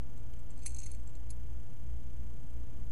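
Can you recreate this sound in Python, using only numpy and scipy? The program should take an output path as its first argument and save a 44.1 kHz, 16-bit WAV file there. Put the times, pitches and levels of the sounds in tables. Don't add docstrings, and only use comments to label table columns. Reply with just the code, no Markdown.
import sys
import numpy as np
from scipy import signal
from scipy.fft import rfft, irfft
from scipy.io import wavfile
from scipy.ndimage import uniform_filter1d

SR = 44100
rng = np.random.default_rng(int(sys.argv[2]) if len(sys.argv) > 2 else 0)


def log_audio(samples):
    frames = np.atleast_2d(samples).T
    limited = np.clip(frames, -1, 1)
    pcm = np.round(limited * 32767).astype(np.int16)
    wavfile.write(sys.argv[1], SR, pcm)


def level_to_linear(level):
    exponent = np.asarray(level, float) / 20
    return 10 ** exponent


N = 128331

# [f/Hz, level/dB, t60/s]
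LINK_MODES = [(2277, -14, 0.021), (2540, -8.5, 0.0089), (3440, -46, 0.0056), (4330, -8, 0.018),
              (4760, -7, 0.0081), (5950, -12, 0.031), (6600, -7.5, 0.017), (6946, -6.5, 0.01),
              (7640, -5, 0.012), (8350, -20, .009), (8300, -11, 0.012), (8950, -17, 0.018),
              (9700, -36, 0.014), (9930, -19, 0.025)]
SPECK_FROM_HZ = 12900


def level(x, db):
    return x * level_to_linear(db) / np.sqrt(np.mean(x ** 2))


def noise(points):
    hz, db = np.array(points, float).T
    f = np.fft.rfftfreq(N, 1 / SR) + 1
    colour_db = np.interp(np.log(f), np.log(hz), db, left=-120, right=-120)
    return irfft(rfft(rng.standard_normal(N)) * level_to_linear(colour_db), N)


def walk(rate):
    k = int(SR / rate)
    steps = np.repeat(rng.standard_normal(N // k + 1), k)
    drift = uniform_filter1d(uniform_filter1d(steps, k), k)[:N]
    return drift / drift.std()


def band(x, hz, wide_hz):
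    lo = max(np.hypot(hz, wide_hz / 2) - wide_hz / 2, 50)
    return signal.sosfilt(signal.butter(2, [lo, lo + wide_hz], "band", fs=SR, output="sos"), x)


def tone(hz, db):
    return level_to_linear(db) * np.sqrt(2) * np.sin(2 * np.pi * np.cumsum(hz) / SR)


def room_tone():
    # [f/Hz, density/dB]
    air = [(12, 0.5), (28, -10.5), (45, -17.5), (90, -21.5), (200, -31), (450, -40), (1000, -49),
           (3000, -63.5)]
    # [f/Hz, level/dB, wander/Hz]
    hum_lines = [(110.6, -59.5, 4.07), (121, -63, 2.94), (164.6, -64.5, 3.94), (221.6, -73, 3.83),
                 (239.8, -69.5, 3)]
    # [t/s, f/Hz, level/dB]
    lowest_line = [(0.03, 60, -44), (0.07, 58.2, -52.5), (0.61, 58.32, -47.5), (0.74, 60.7, -40),
                   (0.831, 60.9, -48.5), (1.06, 56.7, -41.5), (1.1, 61.5, -53), (1.28, 57.3, -42.5),
                   (1.62, 58.7, -43), (1.7, 58.7, -67), (1.93, 58.15, -37.5), (2.13, 58, -52.5),
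                   (2.202, 59.3, -39.5), (2.36, 58.2, -49.5), (2.62, 58.35, -41), (2.74, 58.4, -62),
                   (2.76, 56.8, -42.5), (2.88, 58.2, -43)]
    at, lowest_hz, lowest_db = np.array(lowest_line).T
    t = np.arange(N) / SR
    hum = sum(tone(hz + wander * walk(5), db + 2.83 * walk(4.23)) for hz, db, wander in hum_lines)
    pitch = np.interp(t, at, lowest_hz) + 0.56 * walk(16)
    fan = tone(pitch, np.interp(t, at, lowest_db) + 0.5 * walk(9.2))
    rumble = level(noise(air) * level_to_linear(0.5 * walk(7.32)), -43)
    return rumble + hum + fan


def camera_hiss():
    # [f/Hz, density/dB]
    mid_hiss = [(700, 4.5), (2400, 2.5), (4200, -0.5), (6400, 1), (8100, -1), (12600, -3), (13200, -5.5),
                (15300, 2)]
    # [f/Hz, density/dB]
    side_hiss = [(20, 29.5), (300, -18.5), (900, 3), (3000, 0), (5500, -8.5), (8000, -2.5), (12700, -0.5),
                 (13300, -14)]
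    return level(noise(mid_hiss), -71), level(noise(side_hiss), -78)


def specks():
    to_hz, per_s, length_ms, speck_db = 15050, 110, 6, -77.5
    size = int(length_ms * SR / 1000)
    out, t = np.zeros(N + 1024), np.arange(size) / SR
    crowd = walk(25)
    for at, pitch, keep in rng.random((int(2 * per_s * N / SR), 3)):
        if keep < 0.5 + 0.5 * crowd[int(at * N)]:
            hz = SPECK_FROM_HZ + pitch ** 1.4 * (to_hz - SPECK_FROM_HZ)
            out[int(at * N):][:size] += np.hanning(size) * np.sin(2 * np.pi * hz * t)
    return level_to_linear(speck_db) * out[:N]


def camera_buzz():
    # [f/Hz, level/dB]
    buzz_tones = [(2413, -82.5), (3062, -77.5), (4800, -93.5), (6125, -77.5), (6360, -88), (6575, -83),
                  (6800, -102), (10950, -90), (11600, -101)]
    frame_hz = 30 / 1.001
    starts_s, lasts_s, edge_s = 0.0262, 0.0158, 0.0006
    since = (np.arange(N) / SR - starts_s) % (1 / frame_hz)
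    gate = np.clip(np.minimum(since, lasts_s - since) / edge_s, 0, 1)
    tones = sum(level_to_linear(db) * np.sqrt(2) * np.sin(2 * np.pi * hz * since) for hz, db in buzz_tones)
    rasp = level(band(rng.standard_normal(N), 7950, 1300), -83) * level_to_linear(2.5 * walk(11.7))
    return gate * (tones + rasp)


def taps():
    # [t/s, peak/dB, centre f/Hz, width/Hz, length/ms]
    knocks = [(.1755, -56.5, 5500, 6850, 2), (0.3361, -51.5, 3380, 2830, 2.8),
              (0.6586, -49, 1420, 1190, 1.7), (0.659, -47, 2210, 504, 8.5), (0.675, -60, 2420, 500, 3.3),
              (.9082, -47, 4500, 6000, .8), (1.3043, -48, 4830, 900, 6.9), (.1765, -64, 7544, 130, 1.0),
              (0.505, -57.5, 7530, 160, 2.0), (0.505, -65, 8440, 300, 2.0), (.5755, -54.5, 8170, 200, 2.3),
              (.66, -39.5, 8400, 600, 4.1), (0.6602, -33.5, 6050, 352, 3.8), (0.6587, -46, 5000, 700, 4.6),
              (.6775, -46, 8500, 500, 2.0), (.7465, -53, 6400, 150, 1.5), (.8, -51, 7600, 140, 2.3),
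              (.835, -43, 6410, 110, 2.0), (.9135, -50.5, 10630, 200, 2.6), (0.9457, -55.5, 2350, 500, 3.3),
              (1.0748, -59, 7530, 120, 1.0), (1.3035, -45.5, 7140, 600, 4.0), (.669, -61, 13800, 300, 3.0),
              (.6592, -57, 13000, 3500, 6.6), (.659, -46, 4000, 5000, 1.2), (0.694, -46, 7500, 2200, 1.0),
              (.7192, -50, 7500, 2500, 1.0), (.7463, -44.5, 7550, 2200, 1.2), (.3358, -59, 2860, 1000, 1.4),
              (0.503, -53, 7000, 3000, .8), (1.0738, -52, 6600, 2500, 0.93), (1.2965, -60, 4330, 400, 1.8),
              (1.302, -53, 5500, 7000, 3.0), (.7465, -70, 14500, 900, 3.0), (.764, -68, 14850, 150, 3.0),
              (.786, -63, 14970, 130, 3.5)]
    out, t = np.zeros(N + 2048), np.arange(2048) / SR
    bursts = rng.standard_normal((len(knocks), 2048))
    for (at, db, hz, wide_hz, ms), burst in zip(knocks, bursts):
        tap = band(burst * np.exp(-(t * 1000 / ms) ** 2), hz, wide_hz)
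        out[int(at * SR):][:2048] += level_to_linear(db) * tap / np.abs(tap).max()
    return out[:N]


def contacts(per_s, size):
    hit = rng.random(size) < per_s / SR
    spread_db = 2.5
    return hit * rng.choice([-1, 1], size) * level_to_linear(spread_db * rng.exponential(size=size))


def ring(x, hz, t60):
    rise_t60 = 0.003
    decay, rise = (np.exp(2j * np.pi * hz / SR - np.log(1000) / (max(s, 0.002) * SR))
                   for s in (t60, rise_t60))
    return signal.lfilter([1 - abs(rise)], np.convolve([1, -decay], [1, -rise]), x).imag


def chain(cross):
    # [t/s, peak/dB, low modes/dB, high modes/dB, top modes/dB]
    early = [
        (0.1758, -53.5, -16, -11, -20),
        (0.3361, -52, -12.5, -13, -22),
        (0.391, -55.5, -16, -7, -20),
        (0.5035, -51.5, -16, -8, -24),
        (0.5132, -51, -13.5, -10, -27),
        (0.5763, -54, -13, -15, -19),
        (.5904, -50.5, -13, -11, -15),
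        (.62, -49.5, -6, -10, -18),
        (.6325, -46, -15, -11, -13),
        (0.653, -45, -15, -12, -27),
    ]
    pulls = [(0.6588, -28.5, -23, -8, -3), (0.6619, -30.5, -12.5, -9, -14),
             (0.6649, -30, -20.5, -16, -11), (0.6697, -44, -27, -14, -17),
             (0.6739, -38, -20.5, -15, -15), (0.6784, -40, -14, -12, -17),
             (0.6929, -43.5, -22, -10, -15), (0.7039, -44, -21, -12, -17),
             (0.7186, -45.5, -27, -16, -19), (0.7356, -55, -14, 0, -18), (0.7454, -39, -24, -15, -20),
             (0.7629, -40, -15, -12, -15), (0.7672, -40, -16, -14, -17),
             (0.7844, -36, -22.5, -19, -21), (0.7886, -36.5, -30, -17.5, -28),
                   (0.7944, -46.5, -22, -13, -21), (0.7999, -40, -24, -15, -28),
                   (0.8119, -48, -20, -14, -17), (0.8169, -40.5, -16, -15, -23),
                   (0.8309, -40, -18, -18, -17), (0.8349, -41.5, -18, -16, -12),
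                   (0.8434, -45, -17, -16, -16), (0.8574, -43, -24, -8, -10), (0.8614, -37, -24, -27, -22),
                   (0.8674, -42, -23, -19, -27), (0.8724, -47, -17, -17, -21), (0.8824, -50, -10, -11, -10),
                   (0.9133, -38, -18.5, -12, -12), (0.9339, -53, -17, -13, -21),
                   (0.9434, -54, -15, -13, -17), (0.9472, -45.5, -22, -11, -17)]
    late = [
        (1.0745, -49.5, -20, -6, -18),
        (1.0924, -56, -11, -8, -20),
        (1.1513, -50, -19, -18, -30),
        (1.2955, -58, -24, -5, -22),
        (1.3029, -38.5, -16, -12, -1.5),
        (1.3064, -42.5, -17, -14, -6),
        (1.3104, -46.5, -20, -18, -7),
    ]
    out, t = np.zeros(N + 8192), np.arange(8192) / SR
    lag_s = 0.0006
    for at, db, low_db, high_db, top_db in early + pulls + late:
        scrape_ms = max(0.9 + 0.11 * (db + 54), 0.3)
        push = contacts(5000, size=8192) * np.clip(2 * (scrape_ms - t * 1000), 0, 1)
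        push[0] = 3
        strength = np.sqrt(np.sum(push ** 2))
        zones_db = [low_db + 15, 0, high_db + 14, top_db + 20]
        tick = 0
        for modes, detune in ((cross, 0.001), (LINK_MODES, 0.015)):
            chance = rng.standard_normal((len(modes), 2))
            for (hz, mode_db, t60), (a, b) in zip(modes, chance):
                zone_db = zones_db[np.searchsorted([5300, 7000, 9500], hz)]
                at_mode = np.abs(np.sum(push[:512] * np.exp(-2j * np.pi * hz * t[:512])))
                even = np.clip(strength / at_mode, 0.5, 2.5)
                gain = even * level_to_linear(zone_db + mode_db + 2.0 * a)
                tick = tick + gain * ring(push, hz * (1 + detune * b), t60)
        out[int((at + lag_s) * SR):][:8192] += level_to_linear(db) * tick / np.abs(tick).max()
    return level_to_linear(-0.5) * out[:N]


def slide(cross):
    # [t/s, level/dB]
    strokes = [
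        (.48, -66),
        (.57, -44),
        (.65, -33),
        (.70, -31),
        (.76, -33),
        (.88, -32.5),
        (0.959, -42),
        (1.05, -58.5),
    ]
    at, stroke_db = np.array(strokes).T
    moving_db = np.interp(np.arange(N) / SR, at, stroke_db, left=-90, right=-90)
    push = contacts(680, size=N) * level_to_linear(-34.5 + moving_db)
    return sum(level_to_linear(db) * ring(push, hz, t60) for hz, db, t60 in cross + LINK_MODES)


def thin_metal(x):
    low_hz, shelf_hz, shelf_db = 2050, 10810, -12
    f = np.fft.rfftfreq(N, 1 / SR) + 1
    top_db = shelf_db / (1 + np.exp((shelf_hz - f) / 120))
    return irfft(rfft(x) * level_to_linear(top_db) / np.sqrt(1 + (low_hz / f) ** 6), N)


def room_echo(x):
    t60 = 0.1
    t = np.arange(8192) / SR
    tails = rng.standard_normal((2, 8192)) * 1000. ** (-t / t60)
    return [signal.fftconvolve(x, h / np.sqrt(np.sum(h ** 2)))[:N] for h in tails]


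def scene():
    cross_hz = [2480, 4307, 4872, 6370, 7544, 8301, 8511, 10492, 10665]
    # [level/dB, t60/s]
    cross_rings = [(-18, 0.024), (-19, 0.055), (-16.5, 0.02), (-3.5, 0.029), (-18.5, 0.11), (-17, 0.088),
                   (-19, 0.027), (-12, 0.014), (-13, 0.034)]
    cross = [(hz, *rest) for hz, rest in zip(cross_hz, cross_rings)]
    mid_hiss, side_hiss = camera_hiss()
    metal = taps() + thin_metal(chain(cross) + slide(cross))
    wet, side_wet = room_echo(metal)
    mid = room_tone() + mid_hiss + metal + level_to_linear(-19) * wet
    side = side_hiss + level_to_linear(-30) * side_wet
    return np.array([mid + side, mid - side])


def band_limit(x):
    return signal.sosfilt(signal.butter(12, 15180, fs=SR, output="sos"), x)


def record(dry):
    offset = [
        [.04617],
        [.03780],
    ]
    # [from t/s, to t/s]
    top_open = (.657, .91)
    f, t = np.fft.rfftfreq(N, 1 / SR), np.arange(N) / SR
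    notch_hz, notch_wide_hz, notch_db = 5420, 800, -14
    dip = level_to_linear(notch_db / (1 + (2 * (f - notch_hz) / notch_wide_hz) ** 2))
    x = irfft(rfft(dry) * dip, N) + camera_buzz()
    top = irfft(rfft(x) * (f > SPECK_FROM_HZ), N)
    shut = uniform_filter1d(1. * ((t < top_open[0]) | (t > top_open[1])), size=400)
    x = x + shut * (specks() - (1 - level_to_linear(-30)) * top)
    top_cut = signal.ellip(8, 0.2, 60, 15000, fs=SR, output="sos")
    return band_limit(signal.sosfilt(top_cut, x) + np.array(offset))


dry = scene()
out = record(dry)
log_audio(out)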